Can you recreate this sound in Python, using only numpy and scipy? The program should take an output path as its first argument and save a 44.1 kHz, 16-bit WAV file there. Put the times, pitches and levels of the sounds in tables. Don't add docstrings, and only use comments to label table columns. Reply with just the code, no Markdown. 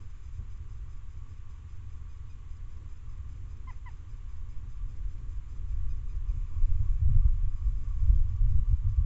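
import sys
import numpy as np
from scipy import signal
from scipy.fft import rfft, irfft, next_fast_len
from scipy.io import wavfile
from scipy.ndimage import uniform_filter1d, map_coordinates

SR = 44100
rng = np.random.default_rng(int(sys.argv[2]) if len(sys.argv) > 2 else 0)


def file_out(sig):
    cols = np.atleast_2d(sig).T
    lim = np.clip(cols, -1, 1)
    pcm = np.round(lim * 32767).astype(np.int16)
    wavfile.write(sys.argv[1], SR, pcm)


N = 399105
TIME_S = np.arange(N) / SR


def amp(db):
    return 10 ** (np.asarray(db) / 20)


def unit(x):
    return x / np.sqrt(np.mean(x ** 2) + 1e-20)


def gain_at(spectrum, hz):
    points_hz, points_db = np.transpose(spectrum)
    return amp(np.interp(np.log(hz + 1), np.log(points_hz), points_db))


def wobble(rate_hz):
    return map_coordinates(rng.standard_normal(size=4000), [TIME_S * rate_hz], mode="mirror")


def gate(t, start_s, end_s, edge_s):
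    return (1 + np.tanh((t - start_s) / edge_s)) * (1 - np.tanh((t - end_s) / edge_s)) / 4


def filtered(x, response):
    size = next_fast_len(N + SR // 2)
    margin = (size - N) // 2
    padded = np.pad(x, (margin, size - N - margin), mode="reflect")
    return irfft(rfft(padded) * response(np.fft.rfftfreq(size, 1 / SR)), size)[margin:][:N]


def noise(spectrum):
    return unit(filtered(rng.standard_normal(N), lambda hz: gain_at(spectrum, hz)))


def even_noise(spectrum, window_s=0.12):
    x = noise(spectrum)
    power = np.abs(uniform_filter1d(x ** 2, int(window_s * SR)))
    return x / np.sqrt(power + 1e-6)


def ringing(modes):
    def response(hz):
        return sum(amp(db) / (1 + 2 * ((hz - centre) / width) ** 2) for centre, width, db in modes)
    return unit(filtered(rng.standard_normal(N), response))


def phase_rad(hz):
    return 2 * np.pi * np.cumsum(hz) / SR


def wavering(modes, width_share, rate_hz):
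    return unit(sum(amp(db) * np.sin(phase_rad(hz + width_share * width * wobble(rate_hz)))
                    for hz, width, db in modes))


# (frequency [Hz], relative density [dB])
HISS_SPECTRUM = [(100, -4.5), (700, -3), (950, 2), (1150, 1), (1350, 2.5), (2200, -0.5), (3000, -3.5),
                 (4000, -9.5), (4700, -14), (5700, -13.5), (6300, -7.5), (6600, -9), (7200, -5.5),
                 (7800, -16)]
# (frequency [Hz], width [Hz], relative level [dB])
CAVITY_MODES = [(1140, 81, 2), (1065, 240, -3.5)]


def hiss(hiss_db=-69, cavity_db=-72, windy_boost_db=3.0, windy_from_s=6.3, waver_db=1.4):
    windy = (1 + np.tanh((TIME_S - windy_from_s) * 2)) / 2
    cavity = ringing(CAVITY_MODES) * amp(cavity_db + windy_boost_db * windy + waver_db * wobble(16))
    return amp(hiss_db) * noise(HISS_SPECTRUM) + cavity


# (frequency [Hz], width [Hz], relative level [dB])
WHINE_MODES = [(2360, 190, 1.5), (3550, 400, -6), (5016, 250, -0.5), (6180, 210, -1), (7190, 490, -2)]
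BUZZ_MODES = [(2380, 350, -1), (7000, 150, -2.5)]
# (start [s], end [s], load [0-1], buzz level [dB])
BUSY_SPANS = [(0, 0.082, 0.8, -94), (0.1, 0.387, 0.85, -87), (6.35, 7.03, 0.63, -78),
              (7.077, 7.534, 0.38, -80), (7.548, 8.196, 0.8, -84)]
# (time [s], relative level [dB])
CLEAN_TONES = [(2.094, 0.5), (2.295, 4.5), (5.901, 6), (6.094, 3), (6.283, 4)]
# (multiple of coil_hz, relative level [dB])
COIL_OVERTONES = [(2, -1), (3, -10), (4, -4.5), (5, -5), (6, -18)]


def electronics(rasp_db=-76, pitched_db=-79, tick_db=-67, coil_db=-73, coil_hz=1235, sputter_db=2.5,
                period_s=0.1997, first_s=0.094, burst_s=0.047, edge_s=0.0031,
                blip_delay_s=0.087, blip_scatter_s=0.0041, blip_s=0.014):
    cycle, cycle_s = np.divmod(TIME_S - first_s + period_s / 4, period_s)
    cycle_s -= period_s / 4
    from_blip_s = cycle_s - blip_delay_s - blip_scatter_s * rng.standard_normal(64)[cycle.astype(int)]
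    load = gate(cycle_s, 0, burst_s, edge_s) + 0.4 * gate(cycle_s, burst_s, blip_delay_s, edge_s)
    load += 0.8 * gate(from_blip_s, -blip_s / 2, blip_s / 2, edge_s)
    buzz_gain = np.zeros(N)
    for start_s, end_s, busy_load, buzz_db in BUSY_SPANS:
        busy = gate(TIME_S, start_s, end_s, edge_s=0.0082)
        load = load * (1 - busy) + busy_load * busy * amp(sputter_db * wobble(38))
        buzz_gain += amp(buzz_db) * busy
    tick = amp(tick_db) * gate(cycle_s, -0.0052, 0, edge_s=0.0045) * ringing(CAVITY_MODES)
    settled = sum(amp(db) * gate(TIME_S, at_s, at_s + 0.025, edge_s=0.0024) for at_s, db in CLEAN_TONES)
    coil_rad = phase_rad(coil_hz * (1 + 0.002 * wobble(60)))
    tone = sum(amp(db) * np.sin(round(k) * coil_rad) for k, db in COIL_OVERTONES)
    rasp = amp(rasp_db) * ringing(WHINE_MODES)
    pitched = amp(pitched_db) * wavering(WHINE_MODES, width_share=0.45, rate_hz=400)
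    whine = load * (rasp + pitched) * np.clip(1 - 0.5 * settled, 0, 1)
    return whine + buzz_gain * ringing(BUZZ_MODES) + amp(coil_db) * settled * tone + tick


# (frequency [Hz], relative density [dB])
BREEZE_SPECTRUM = [(8, 2.5), (25, -3), (42, -6.5), (70, -4), (112, -10.5), (135, -17), (190, -29),
                   (300, -35), (450, -41), (700, -50), (1500, -66)]
LARGE_EDDY_SPECTRUM = [(8, 0), (25, 0.5), (40, -0.5), (62, -10), (85, -15), (130, -28), (300, -69.5),
                       (1000, -110)]
SMALL_EDDY_SPECTRUM = [(20, -18), (60, -1), (80, 8), (112, 1), (128, -4), (145, -17), (200, -26.5),
                       (240, -38.5), (300, -48.5), (600, -61.5), (1500, -93.5)]
# (time [s], level [dB])
BREEZE_LEVELS = [(0, -41), (0.8, -39.5), (1.3, -41.5), (2, -40), (5, -39)]
FLOW_LEVELS = [(3.9, -50), (4.7, -44), (5.2, -47.5), (5.55, -47.5), (5.8, -34.5), (6.02, -38),
               (6.28, -37.5), (6.47, -40), (6.72, -35), (6.97, -35), (7.299, -35), (7.6, -37),
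               (7.92, -35.5), (8.15, -35), (8.33, -37), (8.55, -32.5), (8.799, -38.5), (9.05, -36.5)]
# (peak time [s], length [s], large eddy level [dB], small eddy level [dB])
GUST_PEAKS = [(4.849, 0.036, -28.5, -48), (5.026, .06, -25.5, -53), (5.365, 0.11, -32.5, -43.5),
              (5.637, 0.075, -28.5, -52.5), (5.91, 0.032, -29, -48), (6.386, 0.032, -30, -38.5),
              (6.584, 0.039, -29, -29), (6.703, 0.047, -22.5, -37.5), (6.794, 0.07, -25, -31),
              (7.065, 0.063, -19, -23.5), (7.145, 0.076, -28, -26.5), (7.255, 0.049, -26, -31),
              (7.459, .06, -26, -38), (8.08, 0.13, -23.5, -31.5), (8.17, 0.073, -25.5, -28.5),
              (8.313, 0.068, -36, -29.5), (8.455, 0.068, -23.5, -27), (8.557, 0.12, -22.5, -27.5),
              (8.718, 0.049, -29, -28), (8.884, 0.068, -29, -26), (8.997, 0.044, -22, -30)]


def wind(swirl_db=1.26, swell_db=0.84, large_gain_db=6, small_gain_db=-3,
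         small_slope=1.8, pivot_db=-30, smoothing_s=0.13):
    flow_db = np.interp(TIME_S, *np.transpose(FLOW_LEVELS)) + swirl_db * wobble(12)
    smooth_flow_db = uniform_filter1d(flow_db, int(smoothing_s * SR))
    stirred_db = pivot_db + small_slope * (smooth_flow_db - pivot_db)
    large_power = amp(large_gain_db + flow_db) ** 2
    small_power = amp(small_gain_db + stirred_db) ** 2
    for peak_s, length_s, large_db, small_db in GUST_PEAKS:
        swell = np.exp(-(2 * (TIME_S - peak_s) / length_s) ** 2)
        large_power += amp(large_db) ** 2 * swell
        small_power += amp(small_db) ** 2 * swell
    breeze = even_noise(BREEZE_SPECTRUM)
    large = np.sqrt(large_power) * even_noise(LARGE_EDDY_SPECTRUM)
    small = np.sqrt(small_power) * even_noise(SMALL_EDDY_SPECTRUM)
    breeze_db = np.interp(TIME_S, *np.transpose(BREEZE_LEVELS)) + swell_db * wobble(4.4)
    return amp(breeze_db) * breeze + large + small


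# (time [s], thump level [dB], frequency [Hz], half-length [s], puff level [dB])
SLAPS = [(0.395, -27.5, 78, .008, -59), (6.296, -26.5, 49.5, 0.0089, -60), (6.64, -15, 22.2, 0.028, -73),
         (6.777, -22, 48.6, 0.017, -72), (6.905, -17, 28, 0.019, -65), (7.181, -16, 25, 0.032, -62),
         (7.26, -15.5, 40.7, .014, -68), (7.302, -16.5, 25.2, 0.021, -72), (7.676, -16.5, 44.6, 0.016, -72),
         (8.094, -16.5, 55.8, 0.018, -58.5), (8.213, -12, 22.5, 0.019, -64), (8.421, -15, 33, 0.022, -61),
         (8.599, -19, 24.6, 0.022, -69), (8.7, -15.5, 37.2, 0.019, -71), (8.736, -11, 55, 0.008, -66),
         (8.985, -15, 61.5, 0.011, -67.5)]
# (frequency [Hz], relative density [dB])
PUFF_SPECTRUM = [(100, 3.5), (300, -13), (680, -1.5), (900, -25), (2000, -46.5)]


def eddy_slaps(puff_half_s=0.012):
    out, puff = np.zeros(N), noise(PUFF_SPECTRUM)
    for at_s, thump_db, hz, half_s, puff_db in SLAPS:
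        t = TIME_S - at_s
        thump = np.sin(2 * np.pi * hz * t) * np.exp(-(t / half_s) ** 2)
        out += amp(thump_db) * thump + amp(puff_db) * puff * np.exp(-(t / puff_half_s) ** 2)
    return out


# (time [s], level [dB], frequency [Hz], glide [octaves/s], half-length [s])
LOW_HUMS = [(0.408, -51, 200, 4.3, 0.013), (6.804, -28.5, 104, 0, 0.026), (7.094, -40.5, 195.6, 13, 0.021),
            (7.102, -24, 123.1, 1.5, 0.028), (7.17, -27, 121.2, 1, 0.026), (7.247, -61.5, 265, 3.5, 0.024),
            (7.306, -57, 317, -4, 0.0064), (8.098, -53.5, 215.4, 2, .014), (8.737, -48, 205, 6.5, 0.013)]


def low_hums():
    out = np.zeros(N)
    for at_s, db, hz, octaves_per_s, half_s in LOW_HUMS:
        t = np.clip(TIME_S - at_s, -0.1, 0.1)
        pitch_hz = hz * 2 ** (octaves_per_s * t)
        out += amp(db) * np.exp(-(t / half_s) ** 2) * np.sin(phase_rad(pitch_hz))
    return out


# (frequency [Hz], gain [dB])
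THROAT_RESPONSE = [(700, -4.5), (900, -2.5), (1030, -0.5), (1400, -5), (1780, -13), (1980, -3),
                   (2120, -9.5), (2400, 1.5), (2750, -24), (3100, -21), (3600, -42), (4000, -42),
                   (4200, -29), (4700, -36), (5250, -30), (5800, -45)]
# (time [s], length [s], top pitch [Hz], time to top [s], fall 40 ms later [octaves],
#         level [dB], overtone gain [dB], overtone rise [s])
JACKDAW_CALLS = [(3.67, 0.045, 1049, .014, 0.46, -46.5, -1, 0.0061),
                 (3.856, 0.041, 1020, 0.0041, 0.3, -47.5, 1, 0.0027)]


def jackdaw(attack_s=0.0042, release_s=0.0053, tail_share=0.15, tail_s=0.028,
            jitter_share=0.007, rasp_share=0.064, flutter_db=0.93, shimmer_db=3):
    out, t = np.zeros(N), np.arange(SR // 10) / SR
    for start_s, length_s, top_hz, top_s, fall_octaves, db, overtone_db, rise_s in JACKDAW_CALLS:
        drop_octaves = np.minimum(fall_octaves * ((t - top_s) / 0.04) ** 2, 1)
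        closing = (1 + np.tanh((t - length_s + release_s) / release_s)) / 2
        jitter, shimmer = unit(uniform_filter1d(rng.standard_normal((2, len(t))), size=60))
        pitch_hz = top_hz * 2 ** -drop_octaves * (1 + (jitter_share + rasp_share * closing) * jitter)
        voice_rad = phase_rad(pitch_hz)
        tail = tail_share * np.exp(-(np.maximum(t - length_s, 0) / tail_s) ** 2)
        envelope = (1 - np.exp(-(t / attack_s) ** 2)) * (1 - closing + closing * tail)
        brightness = 1 - np.exp(-t / rise_s)
        note = np.zeros(len(t))
        for k in range(1, 6):
            gain = gain_at(THROAT_RESPONSE, k * pitch_hz) * amp(overtone_db * (k > 1))
            note += gain * brightness ** (k - 1) * np.sin(k * voice_rad)
        level_db = db + (flutter_db + shimmer_db * closing) * shimmer
        out[round(start_s * SR):][:len(t)] += amp(level_db) * envelope * note
    return out


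def hedge_echo(x, echo_db=-24, t60_s=0.13, build_s=0.0148):
    t = np.arange(SR // 2) / SR
    tail = rng.standard_normal(len(t)) * amp(-60 * t / t60_s) * (1 - np.exp(-t / build_s))
    return amp(echo_db) * signal.fftconvolve(x, tail / np.linalg.norm(tail))[:N]


def scene():
    bird = jackdaw()
    air = wind() + eddy_slaps() + low_hums()
    return (air + hiss() + electronics() + bird + hedge_echo(bird))[None]


# (frequency [Hz], width [Hz], depth [0-1])
CAMERA_NOTCHES = [(158.3, 50, 0.9), (627, 193, 0.69)]


def record(dry, cutoff_hz=7850, fade_s=0.0031):
    def response(hz):
        gain = 1 / np.sqrt(1 + (hz / cutoff_hz) ** 120)
        for centre_hz, width_hz, depth in CAMERA_NOTCHES:
            band = 1j * hz * width_hz / (centre_hz ** 2 - hz ** 2 + 1j * hz * width_hz)
            gain = gain * (1 - depth * band)
        return gain
    from_ends_s = np.minimum(TIME_S, N / SR - TIME_S)
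    return filtered(dry[0], response)[None] * np.minimum(from_ends_s / fade_s, 1)


dry = scene()
out = record(dry)
file_out(out)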